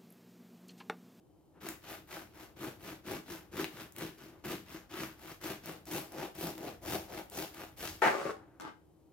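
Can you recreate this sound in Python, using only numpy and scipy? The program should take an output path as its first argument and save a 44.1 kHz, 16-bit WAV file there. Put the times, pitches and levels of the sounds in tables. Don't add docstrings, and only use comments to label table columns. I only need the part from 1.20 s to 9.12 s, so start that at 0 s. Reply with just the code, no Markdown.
import sys
import numpy as np
from scipy import signal
from scipy.fft import rfft, irfft
from scipy.io import wavfile
from scipy.ndimage import uniform_filter1d

SR = 44100
rng = np.random.default_rng(int(sys.argv[2]) if len(sys.argv) > 2 else 0)


def pcm_store(signal):
    levels = np.round(np.clip(np.atleast_2d(signal), -1, 1) * 32767)
    wavfile.write(sys.argv[1], SR, levels.astype(np.int16).T)


N = 349272
TIME = np.arange(N) / SR


# turn t/s, fastest t/s, level/dB
STROKES = [(0.401, 0.48, -0.5), (0.615, 0.711, 0), (0.868, 0.95, -1.5), (1.135, 1.202, -7.5),
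           (1.357, 1.447, 0.5), (1.593, 1.69, 1), (1.834, 1.935, 4), (2.053, 2.12, -1), (2.309, 2.41, 5.5),
           (2.51, 2.597, -3.5), (2.746, 2.828, 1), (2.972, 3.03, -10.5), (3.232, 3.309, 4.5),
           (3.454, 3.532, -3), (3.69, 3.801, 4.5), (3.977, 4.102, -1.5), (4.199, 4.291, 4.5),
           (4.427, 4.49, -2), (4.656, 4.746, 3), (4.91, 5.024, 4), (5.141, 5.264, -0.5),
           (5.371, 5.471, -1.5), (5.611, 5.72, 4), (5.879, 5.97, 0.5), (6.103, 6.207, 2),
           (6.319, 6.419, -3.5), (6.562, 6.648, 0.5)]
LAST_STROKE_END_S = 6.817
# bite level/dB, end level/dB, loaf thud level/dB, hiss level/dB
PUSH = (-8.5, -21, 0.5, 0.3)
PULL = (-11, -30, -1.5, 1.5)
SINK_DB_PER_S, MID_CUT_S = 1.3, 3.2
BOTTOM_CRUST_S, BOTTOM_HISS_DB = 4.6, 6.8
# t/s, loaf thud level/dB, board level/dB
COUPLING = [(0.48, -2, -5), (0.75, -9, -2), (1.42, 1.5, -1), (3.3, 2.5, -6), (4.25, -5, -5), (4.55, 3, 3.5),
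            (5.27, 5, 7.5), (6.2, -0.5, 5.5), (6.65, -6.5, -1.5)]
# t/s, extra force level/dB
SNAGS = [(0.405, 4), (0.907, 3.5), (1.864, 6), (2.336, 3), (2.368, 3), (2.78, 3.5), (3.24, 13.5),
         (4.214, 4), (4.237, 7), (5.19, 1.5)]
SNAG_DECAY_S = 0.031
# f/Hz, level/dB
CUTTING_COLOUR = [(29, -32), (50, -23), (148, -6.5), (189, -2), (258, -5.5), (337, 0), (450, -5.5),
                  (646, -7.5), (884, -10.5), (1620, -11), (1820, -14.5), (5020, -21), (7760, -23.5),
                  (14200, -20.5), (16000, -30)]
# f/Hz, width/Hz, height/dB
LOAF_MODES = [(131, 25, 3.5), (192, 15, 4.5), (311, 57, 4.5), (600, 39, 0), (816, 20, -8.5)]
RUB_START_S, RUB_END_S = 0.32, 7.23
# t/s, crack level/dB, tick level against the crack/dB
SNAPS = [(0.4879, -25.5, 1.5), (0.9262, -26, -17), (1.865, -29.5, -12), (2.37, -21, -16),
         (2.4438, -12, -17), (2.7228, -50.5, 9), (2.7637, -24.5, -10), (2.785, -29, -2.5),
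         (2.8106, -19, -21), (3.258, -26, -10), (3.317, -29, 0), (4.2143, -40.5, 0), (4.238, -26, -17),
         (4.4588, -28, -2), (4.655, -42, 2), (4.921, -35, -3.5), (5.1517, -36, -4), (5.38, -21.5, -15),
         (6.099, -39.5, 4), (6.346, -26, -12)]
# t/s, level/dB
FLOP = [(6.87, 0), (7.066, -3.5)]
# start t/s, attack/s, release t/s, fall/(dB per s)
HARD_SCRAPE = (6.8185, .001, 6.88, 450)
# start t/s, attack/s, release t/s, fall/(dB per s)
LIGHT_SCRAPE = (6.86, 0.05, 7.112, 750)
# f/Hz, level/dB
RATTLE_COLOUR = [(70, -48.5), (120, -26.5), (430, -3.5), (620, -6), (860, -2), (1000, -9), (1500, -8),
                 (2100, -10), (3400, -25.5), (7500, -34), (16000, -40)]
# f/Hz, width/Hz, height/dB
BLADE_MODES = [(470, 50, 3), (842, 12, 11), (880, 14, 9), (1268, 24, 7), (1378, 20, 6), (1578, 16, 6),
               (1680, 20, 4), (1828, 22, 7), (2260, 50, 3)]
# f/Hz, level/dB
DRAG_COLOUR = [(53, -65), (90, -33.5), (192, -12.5), (290, -13.5), (429, -1), (467, -10), (858, -17),
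               (977, -17), (1320, -13), (3430, -31), (5070, -32), (16000, -45)]
# f/Hz, width/Hz, height/dB
BOARD_MODES = [(438, 12, 1), (564, 16, 13), (567, 12, 9), (775, 11, 13.5), (960, 20, -1), (1091, 16, 11),
               (1190, 14, 8)]
# t/s, knock level/dB, treble level against the knock/dB
SETTLE = [(7.399, -6, 4), (7.409, -3, 5), (7.42, -4.5, 1), (7.451, 1.5, -12), (7.461, -10, -13),
          (7.478, -5, -10), (7.497, -4.5, -18)]
# f/Hz, level/dB
KNOCK_COLOUR = [(100, -20), (180, -4), (330, 2), (600, -10), (900, -5), (1500, -10.5), (2500, -16.5),
                (6000, -18), (15000, -28)]
# f/Hz, width/Hz, height/dB
KNIFE_MODES = [(848, 14, 10), (865, 18, 11), (1180, 24, 11), (1303, 16, 12.5), (1460, 16, 8),
               (1590, 22, 13.5), (2110, 36, 8), (3047, 12, 10)]
WORK_START_S, WORK_END_S = 0.35, 7.2
# t/s, level/dB
LEANS = [(5.71, -55), (6.7, -57)]
# f/Hz, level/dB
AMBIENCE_COLOUR = [(15, -50.5), (25, -24), (43, -10), (55, -18), (76, 0.5), (97, -6), (157, -3.5),
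                   (249, -14), (317, -7.5), (394, -11), (818, -16), (1650, -34.5), (6210, -38),
                   (13600, -33.5), (16000, -44.5)]
ROOM_T60_S, ROOM_DB = 0.29, -4
RIGHT_LAG_SAMPLES = 2
CUTOFF_HZ = 16100


def sawing(cracks_per_s=1300, size_db=3.0, size_limit=3.8, crack_s=0.00068, catch_per_s=170, catch_db=1.5,
           crumble_db=-9, patchy_db=1.5, level_db=-46.0):
    speed_db, thud_db, board_db, hiss_db = stroke_controls()
    cutting = (TIME > STROKES[0][0]) & (TIME < LAST_STROKE_END_S)
    force = cutting * from_db(speed_db + catch_db * wander(catch_per_s))
    sizes = from_db(size_db * np.minimum(rng.exponential(1, N), size_limit))
    sizes = sizes * (rng.random(N) < cracks_per_s / SR)
    energy = signal.lfilter([1], [1, -np.exp(-1 / (crack_s * SR))], sizes ** 2 + 1e-18)
    cracks = np.sqrt(energy / energy.mean() + from_db(crumble_db) ** 2)
    zones = [(39.5, 252, thud_db, .1), (222.5, 491, thud_db, .08), (452, 943, board_db, 0.37),
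             (930, 2320, 0.0065, 0.2), (2070, 4660, hiss_db * 0.66, 0.68), (4590, 7480, hiss_db, 0.3),
             (10000, 21550, hiss_db, 0.7)]
    out = 0
    for low_hz, high_hz, colour_db, width in zones:
        gain = force * from_db(colour_db + patchy_db * wander(25))
        out = out + band(cracks * gain * stereo_noise(width), low_hz, high_hz)
    return from_db(level_db) * body(out, CUTTING_COLOUR, LOAF_MODES)


def tooth_bites(teeth_per_s=125, jitter=.4, size_db=4.0, rasp_db=-22.8, thud_db=-28, count=1200):
    speed_db, thud_of_stroke_db, _, hiss_db = stroke_controls()
    gap, strength = np.clip(rng.standard_normal((count, 2)), -1.5, 1.5).T
    times = STROKES[0][0] + np.cumsum(np.exp(jitter * gap)) / teeth_per_s
    times = times[times < LAST_STROKE_END_S]
    bites = bursts(times, from_db(size_db * strength), decay_s=.0002, width=.5)
    bites = bites * from_db(speed_db)
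    rasp = band(bites * from_db(-.5 * hiss_db), 990, 2550)
    jolt = band(bites * from_db(thud_of_stroke_db), 170, 310)
    return from_db(rasp_db) * rasp + from_db(thud_db) * jolt


def stroke_controls(bite_s=0.007, push_stall_db=20, pull_stall_db=8):
    k, pushing, before, past = stroke_phase()
    turn, _, level_db = np.array(STROKES)[k].T
    bite_db, end_db, thud_db, hiss_db = np.where(pushing[:, None], PUSH, PULL).T
    speed_db = level_db + (bite_db - level_db) * before + (end_db - level_db) * past
    near_turn = np.where(pushing, past, before / 2)
    speed_db = speed_db + SINK_DB_PER_S * (TIME - MID_CUT_S) * near_turn
    stall_db = np.where(pushing, push_stall_db, pull_stall_db)
    speed_db = speed_db - stall_db * np.exp(-np.abs(TIME - turn) / bite_s)
    for s, extra_db in SNAGS:
        speed_db = speed_db + extra_db * (TIME > s) * np.exp(-np.abs(TIME - s) / SNAG_DECAY_S)
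    loaf_db, board_db = in_time(COUPLING)
    hiss_db = hiss_db + BOTTOM_HISS_DB * pushing * (TIME > BOTTOM_CRUST_S)
    return speed_db, thud_db + loaf_db, board_db, hiss_db


def stroke_phase():
    turn, fastest, _ = np.transpose(STROKES)
    end = np.append(turn[1:], LAST_STROKE_END_S)
    k = np.clip(np.searchsorted(turn, TIME) - 1, 0, len(turn) - 1)
    before = np.clip((fastest[k] - TIME) / (fastest - turn)[k], 0, 1)
    past = np.clip((TIME - fastest[k]) / (end - fastest)[k], 0, 1)
    return k, k % 2 == 0, np.sin(np.pi / 2 * before) ** 2, np.sin(np.pi / 2 * past) ** 2


def rubbing(push_db=-70, pull_db=-63, clear_db=-60, turn_dip_db=12, turn_s=.022, fall_db_per_s=55,
            stick_db=1.5, top_hz=1800):
    _, pushing, _, _ = stroke_phase()
    cutting = (TIME > STROKES[0][0]) & (TIME < LAST_STROKE_END_S)
    level_db = np.where(cutting, np.where(pushing, push_db, pull_db), clear_db).astype(float)
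    level_db = uniform_filter1d(level_db, size=2205)
    from_turn_s = np.min([np.abs(TIME - turn) for turn, _, _ in STROKES[1:]], axis=0)
    level_db = level_db - turn_dip_db * np.exp(-(from_turn_s / turn_s) ** 2 / 2)
    friction = stereo_noise(width=0.26) * from_db(level_db + stick_db * wander(120))
    friction = friction * envelope(RUB_START_S, 0.063, RUB_END_S, fall_db_per_s)
    return band(body(friction, CUTTING_COLOUR, LOAF_MODES), 130, top_hz)


def snaps(level_db=6, bright_db=5, thud_db=3):
    s, crack_db, tick_db = np.transpose(SNAPS)
    crack = bursts(s, from_db(crack_db), decay_s=.0004, width=.25)
    tick = bursts(s, from_db(crack_db + tick_db + bright_db), decay_s=.001, width=.7)
    jolt = from_db(thud_db) * band(crack, 200, 460)
    return from_db(level_db) * (band(crack, 580, 3600) + band(tick, 7100, 21000) + jolt)


def slice_flop(level_db=-17, fade_s=0.02):
    landing = sum(from_db(db) * np.exp(-np.abs(TIME - s) / fade_s) for s, db in FLOP)
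    return from_db(level_db) * band(stereo_noise(width=.1) * landing, 160, 300)


def blade_on_board(rattle_db=-25.5, drag_db=-36.8, easing_db_per_s=20):
    rattle = teeth_on_wood(HARD_SCRAPE, teeth_per_s=450, jitter=.25, size_db=1.0, grit_db=-12)
    drag = teeth_on_wood(LIGHT_SCRAPE, teeth_per_s=220, jitter=.45, size_db=3.0, grit_db=-9)
    drag = drag * from_db(-easing_db_per_s * np.maximum(TIME - LIGHT_SCRAPE[0], 0))
    rattle = from_db(rattle_db) * body(rattle, RATTLE_COLOUR, BLADE_MODES)
    return rattle + from_db(drag_db) * body(drag, DRAG_COLOUR, BOARD_MODES)


def teeth_on_wood(scrape, teeth_per_s, jitter, size_db, grit_db, hiss_db=1.2, count=120):
    gap, strength = np.clip(rng.standard_normal((count, 2)), -1.5, 1.5).T
    gaps = np.exp(jitter * gap)
    times = scrape[0] + (np.cumsum(gaps) - gaps[0]) / teeth_per_s
    hops = bursts(times, from_db(size_db * strength), decay_s=.0006, width=.6)
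    knocks = band(hops, 300, 3230) * np.sqrt(SR / teeth_per_s)
    hiss = from_db(hiss_db) * band(stereo_noise(width=0.57), 3200, 19000)
    grit = from_db(grit_db) * stereo_noise(width=0.43)
    return (knocks + hiss + grit) * envelope(*scrape)


def knife_down(level_db=-21, slide_db=-30):
    s, knock_db, treble_db = np.transpose(SETTLE)
    knocks = bursts(s, from_db(knock_db), decay_s=0.00042, width=.6)
    clinks = bursts(s, from_db(knock_db + treble_db), decay_s=0.0024, width=0.65)
    touches = band(knocks, 100, 2500) + band(clinks, 2900, 16000)
    sliding = (TIME > s[0]) * (TIME < s[-1])
    slide = from_db(slide_db) * band(stereo_noise(width=0.93), 140, 3800) * sliding
    return from_db(level_db) * body(touches + slide, KNOCK_COLOUR, KNIFE_MODES)


def worktop(resting_db=-68, stroke_db=-68, lean_s=0.093, fall_db_per_s=25):
    speed_db, thud_db, _, _ = stroke_controls()
    load = from_db(resting_db) + from_db(stroke_db + speed_db + thud_db)
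    load = load + sum(from_db(db) * np.exp(-np.abs(TIME - s) / lean_s) for s, db in LEANS)
    rumble = rms_one(band(stereo_noise(width=0.22), 47, 122))
    return rumble * load * envelope(WORK_START_S, .1, WORK_END_S, fall_db_per_s)


def background(level_db=-65.0, width=0.52):
    modes = [(64.5, 6.9, 3.7), (312, 31, 10), (3070, 35, 10)]  # f/Hz, width/Hz, height/dB
    return from_db(level_db) * body(stereo_noise(width), AMBIENCE_COLOUR, modes)


def kitchen(x, bass_hz=600, size=22050):
    t = np.arange(size) / SR
    tail = rng.standard_normal((2, size)) * from_db(-60 * t / ROOM_T60_S) * (t > .003)
    side = signal.lfilter(*signal.butter(2, bass_hz, "high", fs=SR), tail[1])
    response = np.array([tail[0] + side, tail[0] - side])
    return signal.oaconvolve(x, response / np.linalg.norm(response[0]), axes=1)[:, :N]


def placed(x, left_db):
    return np.array([x[0] * from_db(left_db / 2), np.roll(x[1], RIGHT_LAG_SAMPLES) * from_db(-left_db / 2)])


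def body(x, colour, modes=(), size=8192):
    hz = np.maximum(np.arange(size // 2 + 1) * SR / size, 1)
    points = np.array(colour)
    gain = from_db(np.interp(np.log(hz), np.log(points[:, 0]), points[:, 1]))
    peaks = sum((from_db(abs(db)) ** 2 - 1) / (1 + (2 * (hz - f) / w) ** 2) for f, w, db in modes)
    gain = gain * np.sqrt(1 + peaks)
    cepstrum = irfft(np.log(gain))
    cepstrum[1:size // 2] *= 2
    cepstrum[size // 2 + 1:] = 0
    response = irfft(np.exp(rfft(cepstrum)))
    return signal.oaconvolve(x, response[None] / np.linalg.norm(response), axes=1)[:, :N]


def bursts(times, sizes, decay_s, width, size=1024):
    out = np.zeros((2, N))
    for s, gain in zip(times, sizes):
        mid, side = rng.standard_normal((2, size)) * np.exp(-np.arange(size) / (decay_s * SR))
        mid = mid / np.linalg.norm(mid)
        side = width * side / np.linalg.norm(side)
        at = int(s * SR)
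        out[:, at:at + size] += gain * np.array([mid + side, mid - side])
    return out


def stereo_noise(width):
    mid, side = rng.standard_normal((2, N))
    return np.array([mid + width * side, mid - width * side])


def wander(per_s):
    return np.interp(TIME * per_s, np.arange(N), np.clip(rng.standard_normal(N), -2, 2))


def envelope(start_s, attack_s, release_s, fall_db_per_s):
    return np.clip((TIME - start_s) / attack_s, 0, 1) * from_db(-fall_db_per_s * np.maximum(TIME - release_s, 0))


def in_time(rows):
    s, *columns = np.transpose(rows)
    return [np.interp(TIME, s, c) for c in columns]


def band(x, low_hz, high_hz):
    return signal.sosfilt(signal.butter(2, [low_hz, high_hz], "band", fs=SR, output="sos"), x + 1e-18)


def rms_one(x):
    return x / np.sqrt(np.mean(x ** 2) + 1e-20)


def from_db(db):
    return 10 ** (np.asarray(db) / 20)


def scene():
    loaf = sawing() + tooth_bites() + rubbing() + snaps() + slice_flop()
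    knife = blade_on_board() + knife_down()
    near = placed(loaf, left_db=2.0) + placed(knife, left_db=2.5)
    return near + from_db(ROOM_DB) * kitchen(near) + placed(background() + worktop(), left_db=1.5)


def record(dry):
    return signal.sosfilt(signal.ellip(12, .1, 80, CUTOFF_HZ, fs=SR, output="sos"), dry)


dry = scene()
out = record(dry)
pcm_store(out)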